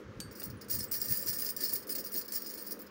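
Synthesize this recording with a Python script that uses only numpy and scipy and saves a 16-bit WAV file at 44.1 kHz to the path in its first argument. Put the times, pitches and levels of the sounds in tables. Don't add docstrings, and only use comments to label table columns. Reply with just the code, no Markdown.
import sys
import numpy as np
from scipy import signal
from scipy.fft import rfft, irfft
from scipy.io import wavfile
from scipy.ndimage import uniform_filter1d

SR = 44100
rng = np.random.default_rng(int(sys.argv[2]) if len(sys.argv) > 2 else 0)


def generate_wav(sig):
    pcm = np.round(np.clip(np.atleast_2d(sig).T, -1, 1) * 32767).astype(np.int16)
    wavfile.write(sys.argv[1], SR, pcm)


N = 127890
TIME_S = np.arange(N) / SR

# f/Hz, relative density/dB
RUMBLE_SPECTRUM = [(25, -56), (70, -6), (150, -20), (220, -1), (350, -3), (510, 0), (690, -17), (900, -13),
                   (1200, -8.5), (1700, -10.5), (2500, -19.5), (3600, -24.5), (6500, -28.5), (9000, -51.5),
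                   (15000, -79)]
# f/Hz, relative density/dB
SWELL_SPECTRUM = [(130, -23.5), (220, -5), (330, -1), (520, -3.5), (680, -17), (1500, -40)]
# t/s, level/dB
SWELL_TREND = [(0, -56.5), (1.55, -55.5), (2.1, -51), (2.4, -58.5), (2.6, -52), (2.9, -55)]
# centre t/s, level/dB, half-width/s
HAND_THUMPS = [(0.09, -48.5, 0.04), (0.191, -41, 0.022), (0.264, -44.5, 0.038), (0.492, -43, 0.042),
               (0.564, -45.5, 0.023), (0.783, -45, 0.05), (1.109, -40, 0.022), (1.296, -48, 0.018),
               (1.734, -53, 0.022), (2.35, -58.5, 0.023)]
# t/s, level/dB
GRIP_LEVEL = [(0, -79), (.7, -58.5), (1.5, -62.5), (2.2, -66.5), (2.5, -89)]
# f/Hz, relative density/dB
HAND_SPECTRUM = [(25, -31), (55, -6.5), (115, 1), (190, -6.5), (300, -11.5), (700, -68)]
# t/s, level/dB
SKIN_KNOCKS = [(0.4186, -38), (1.287, -48), (1.724, -48.5)]
# f/Hz, relative density/dB
SKIN_SPECTRUM = [(80, -27), (400, 8), (800, -3.5), (2000, -11.5), (4000, -12), (9000, -24)]
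# f/Hz, relative level/dB, T60/s
LONE_MODES = [(1631, -15, .6), (4167, -14, .2), (4581, 1, .31), (5950, -4, .09), (6562, -10, .1),
              (8050, -7, .15), (8710, 0, .18), (12990, -2, .12)]
# f/Hz, relative density/dB
LONE_TICK_SPECTRUM = [(500, -11), (2000, -12), (2600, -2), (3500, -4.5), (5000, -1), (15000, -9.5)]
# t/s, f/Hz, level/dB
FREE_PARTIALS = [(0.571, 9700, -59.5), (.788, 8160, -40), (0.794, 5720, -43), (.883, 8040, -50.5),
                 (.977, 5650, -42), (1.004, 7580, -41.5), (1.075, 5740, -46), (1.213, 7570, -46),
                 (1.224, 11714, -40), (1.24, 7450, -51), (1.28, 5124, -42), (1.464, 5095, -34),
                 (1.575, 7560, -46), (1.685, 9580, -37.5), (2.041, 5770, -46), (2.112, 5840, -50),
                 (2.152, 4340, -43.5), (2.424, 5540, -44), (2.461, 5038, -41), (2.67, 5081, -48),
                 (2.71, 5650, -44)]
# t/s, relative level/dB, run length/s, brightness/dB
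BUNCH_CLASHES = [(0.311, -49, 0.015, -8), (0.352, -45, 0.069, 0), (0.398, -34.5, 0.0058, 0),
                 (0.43, -35, 0.019, 2), (0.451, -34, 0.0065, 3), (0.499, -44, 0.007, -4),
                 (0.612, -41.5, 0.0085, -7.5), (0.643, -51, 0.0033, -9), (0.684, -42.5, 0.017, -1),
                 (0.698, -29, 0.04, 1), (0.708, -29.5, 0.029, 5), (0.746, -29.5, 0.017, 3.5),
                 (0.786, -31.5, 0.024, 3), (0.804, -31, 0.003, -8), (0.826, -35, 0.011, 1),
                 (0.839, -31, 0.0061, 5), (0.913, -27.5, 0.02, 2.5), (0.938, -26.5, 0.022, 1.5),
                 (0.963, -35, 0.019, 4), (1, -36, 0.015, -1), (1.015, -22.5, 0.0024, 5),
                 (1.023, -27, 0.0023, 3), (1.038, -33, 0.044, 3), (1.055, -28.5, 0.0047, 14),
                 (1.083, -31, 0.04, 0), (1.106, -26, 0.0056, 5), (1.119, -27, 0.026, 2.5),
                 (1.149, -31, 0.041, 3.5), (1.171, -26.5, 0.0036, 16), (1.192, -37.5, 0.061, -3.5),
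                 (1.223, -31, 0.0041, 5), (1.26, -30.5, 0.008, 10), (1.27, -28.5, 0.026, -4),
                 (1.284, -25, 0.023, 5), (1.329, -28.5, 0.019, 1.5), (1.354, -35.5, 0.025, -0.5),
                 (1.385, -29.5, 0.024, 0), (1.405, -28, 0.0029, 11), (1.419, -32, 0.017, -1.5),
                 (1.445, -30, 0.035, 2.5), (1.46, -30.5, 0.0047, 0), (1.488, -29, 0.012, -4.5),
                 (1.503, -27, 0.0045, 5), (1.5644, -26.5, 0.0028, 5), (1.574, -41, 0.039, -5),
                 (1.604, -32.5, 0.057, -7), (1.635, -26, 0.0079, 1.5), (1.648, -33, 0.025, 1.5),
                 (1.691, -29.5, 0.014, -0.5), (1.72, -31, 0.045, 5), (1.732, -24, 0.0051, 16),
                 (1.755, -26.5, 0.0069, 1.5), (1.825, -43, 0.007, -5), (1.869, -42, 0.035, 4),
                 (1.8926, -29, 0.019, -0.5), (1.92, -32, 0.0099, 3), (1.95, -29.5, 0.014, 0),
                 (1.9826, -29, 0.011, 3), (2.004, -32.5, 0.0056, 0.5), (2.04, -39.5, 0.022, -4),
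                 (2.062, -34, 0.01, -1.5), (2.083, -43, 0.015, 10), (2.117, -37, 0.024, 1),
                 (2.1395, -29.5, 0.0087, 2), (2.152, -33, 0.015, -4), (2.171, -28, 0.021, 6),
                 (2.212, -35.5, 0.0066, -7.5), (2.247, -45, 0.013, 0), (2.28, -39.5, 0.011, -4.5),
                 (2.299, -44.5, 0.02, -4), (2.32, -28.5, 0.0035, 5), (2.33, -32.5, 0.03, -2),
                 (2.352, -30.5, 0.022, 2), (2.403, -46, 0.072, -3), (2.419, -33.5, 0.0039, 5),
                 (2.446, -41, 0.0045, -7), (2.462, -36, 0.013, -3), (2.489, -39, 0.029, -4),
                 (2.536, -36, 0.016, 1.5), (2.574, -38, 0.025, -3), (2.602, -43, 0.027, 4),
                 (2.642, -47.5, 0.034, -2), (2.665, -37, 0.02, 4), (2.707, -34.5, 0.0099, 6),
                 (2.718, -32.5, 0.0055, 0), (2.79, -45, 0.024, 3), (2.817, -40, 0.0033, 5),
                 (2.865, -49.5, 0.0068, -3)]
# f/Hz, relative level/dB
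HELD_MODES = [(1792, -25.5), (4349, -18), (4470, -16.5), (4760, -15), (4945, -14), (5105, -9),
              (5556, -13.5), (5739, -14), (6720, -17), (7514, -18), (8290, -17), (8835, -13.5),
              (9242, -12.5), (9520, -9), (10590, -17), (11300, -11.5), (11640, -12), (13000, -14.5),
              (13750, -8), (14210, -9), (14830, -2.5), (15170, 0), (15560, 5.5)]
# f/Hz, relative density/dB
TICK_SPECTRUM = [(500, -47), (1200, -12.5), (1800, -2), (2500, -7), (3600, -11.5), (4900, 4.5), (6300, -1),
                 (9400, -3), (10200, -1.5), (11600, 0.5), (12500, -11), (14000, 2), (15200, 5.5)]


def from_db(db):
    return 10 ** (np.asarray(db) / 20)


def unit_rms(x):
    return x / np.sqrt(np.mean(x ** 2) + 1e-20)


def even_out(x, points):
    return x / np.sqrt(uniform_filter1d(x ** 2, size=points))


def colour(x, spectrum):
    hz, db = np.transpose(spectrum)
    grid_hz = np.maximum(np.arange(N // 2 + 1) * SR / N, 1)
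    gain = from_db(np.interp(np.log(grid_hz), np.log(hz), db))
    return irfft(rfft(x) * unit_rms(gain), N)


def clicks(t_s, sizes):
    return np.bincount(np.clip(np.asarray(t_s) * SR, 0, N).astype(int), sizes, N + 1)[:N]


def ring(force, hz, t60_s):
    r, w = from_db(-60 / (t60_s * SR)), 2 * np.pi * hz / SR
    return signal.lfilter([0, np.sin(w)], [1, -2 * r * np.cos(w), r * r], force + 1e-18)


def bursts(t_s, db, t60_s):
    decay = from_db(-120 / (t60_s * SR))
    power = signal.lfilter([1], [1, -decay], clicks(t_s, from_db(db) ** 2) + 1e-18)
    return np.sqrt(power) * rng.standard_normal(N)


def room_tone(rumble_db=-54, hum_hz=202.3, hum_rms_db=-61, swells_per_s=19):
    rumble = from_db(rumble_db) * colour(rng.standard_normal(N), RUMBLE_SPECTRUM)
    waver_db = 7.5 * np.interp(TIME_S * swells_per_s, np.arange(200), rng.uniform(-1.7, 1.7, 200))
    waver = even_out(from_db(waver_db), SR // 4)
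    trend = from_db(np.interp(TIME_S, *np.transpose(SWELL_TREND)))
    swells = waver * trend * colour(rng.standard_normal(N), SWELL_SPECTRUM)
    hum = from_db(hum_rms_db) * np.sqrt(2) * np.sin(2 * np.pi * hum_hz * TIME_S)
    return rumble + swells + hum


def room_tail(x, t60_s=0.22, level_db=-12, gap_s=0.003):
    t_s = TIME_S[:SR // 2]
    tail = rng.standard_normal(len(t_s)) * from_db(-60 * t_s / t60_s) * (t_s > gap_s)
    return from_db(level_db) * signal.fftconvolve(x, tail / np.sqrt(np.sum(tail ** 2)))[:N]


def hand():
    thumps = sum(from_db(db) * np.exp(-((TIME_S - t_s) / width_s) ** 2)
                 for t_s, db, width_s in HAND_THUMPS)
    grip = from_db(np.interp(TIME_S, *np.transpose(GRIP_LEVEL)))
    motion = np.hypot(thumps, grip) * colour(rng.standard_normal(N), HAND_SPECTRUM)
    knocks = bursts(*np.transpose(SKIN_KNOCKS), t60_s=0.047)
    return motion + colour(knocks, SKIN_SPECTRUM)


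def lone_clink(t_s=0.2022, level_db=-44.5):
    modes = sum(ring(clicks([t_s], [from_db(level_db + db)]), hz, t60_s) for hz, db, t60_s in LONE_MODES)
    tick = bursts([t_s], db=[-34], t60_s=0.024)
    return modes + colour(tick, LONE_TICK_SPECTRUM)


def free_bangles(t60_s=0.1):
    return sum(ring(clicks([t_s], [from_db(db)]), hz, t60_s) for t_s, hz, db in FREE_PARTIALS)


def contacts(slots=4000, rate_per_s=750, spread_db=3.5, flight_s=0.005, flight_db=-0.5):
    start_s, db, length_s, bright_db = np.transpose(BUNCH_CLASHES)
    run_s = (np.arange(slots) + rng.random(slots)) / rate_per_s
    age_s = run_s - start_s[:, None]
    fade = (age_s >= 0) * np.exp(-np.minimum((age_s / length_s[:, None]) ** 2, 50))
    power = from_db(db[:, None]) ** 2 * fade + 1e-16
    push = even_out(from_db(spread_db * rng.standard_normal(slots)), 5)
    parted = ((age_s < 0) & (age_s > -flight_s)).any(0)
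    knock_db = db - 1
    run_db = 10 * np.log10(power.sum(0) * push ** 2) - 4 + flight_db * parted
    run_bright_db = bright_db @ power / power.sum(0)
    return np.r_[start_s, run_s], np.r_[knock_db, run_db], np.r_[bright_db, run_bright_db]


def tilt_db(bright_db, hz, corner_hz=4420):
    return bright_db * (np.clip(np.log(hz / corner_hz) / np.log(3), 0, 1) - 0.8)


def contact_ticks(t_s, db, bright_db, t60_s=0.011, split_hz=9000, gain_db=-4):
    ticks = np.zeros(N)
    for side, band_hz in ("low", 5500), ("high", 15300):
        puffs = bursts(t_s, db + tilt_db(bright_db, band_hz), t60_s)
        ticks += signal.sosfilt(signal.butter(2, split_hz, side, fs=SR, output="sos"), puffs)
    return from_db(gain_db) * colour(ticks, TICK_SPECTRUM)


def bunch_chime(t_s, db, bright_db, bangles=5, size_spread=0.011, gain_db=-8,
                shifts_per_s=30, shift_db=8.5, travel_s=0.002):
    count = len(t_s)
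    struck = rng.integers(0, bangles, count)
    is_knock = np.arange(count) < len(BUNCH_CLASHES)
    chime = np.zeros(N)
    for hz, mode_db in HELD_MODES:
        t60_s = 0.078 * (4630 / hz) ** 0.8
        scatter = from_db(4 * rng.uniform(-2.7, 1.9, count))
        scatter = even_out(scatter * rng.choice([-1, 1], count), 6)
        point_db = shift_db * rng.uniform(-1.7, 1.7, (400, bangles))
        point = (t_s * shifts_per_s + rng.random()).astype(int) % len(point_db)
        coupling = np.where(is_knock, 1, unit_rms(from_db(point_db[point, struck])))
        force = scatter * coupling * from_db(db + mode_db + gain_db + tilt_db(bright_db, hz))
        offsets = np.linspace(-1, 1, bangles) + rng.uniform(-1, 1, bangles) / bangles
        detune = size_spread * rng.permutation(offsets)
        onset_s = t_s + travel_s * rng.random(count)
        for k in range(bangles):
            chime += ring(clicks(onset_s[struck == k], force[struck == k]), hz * (1 + detune[k]), t60_s)
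    return chime


def scene():
    hits = contacts()
    glass = bunch_chime(*hits) + contact_ticks(*hits) + lone_clink() + free_bangles()
    return (glass + room_tail(glass) + hand() + room_tone())[None]


def record(dry):
    cutoff_hz = 15760
    return signal.sosfilt(signal.ellip(12, 0.3, 75, cutoff_hz, fs=SR, output="sos"), dry)


dry = scene()
out = record(dry)
generate_wav(out)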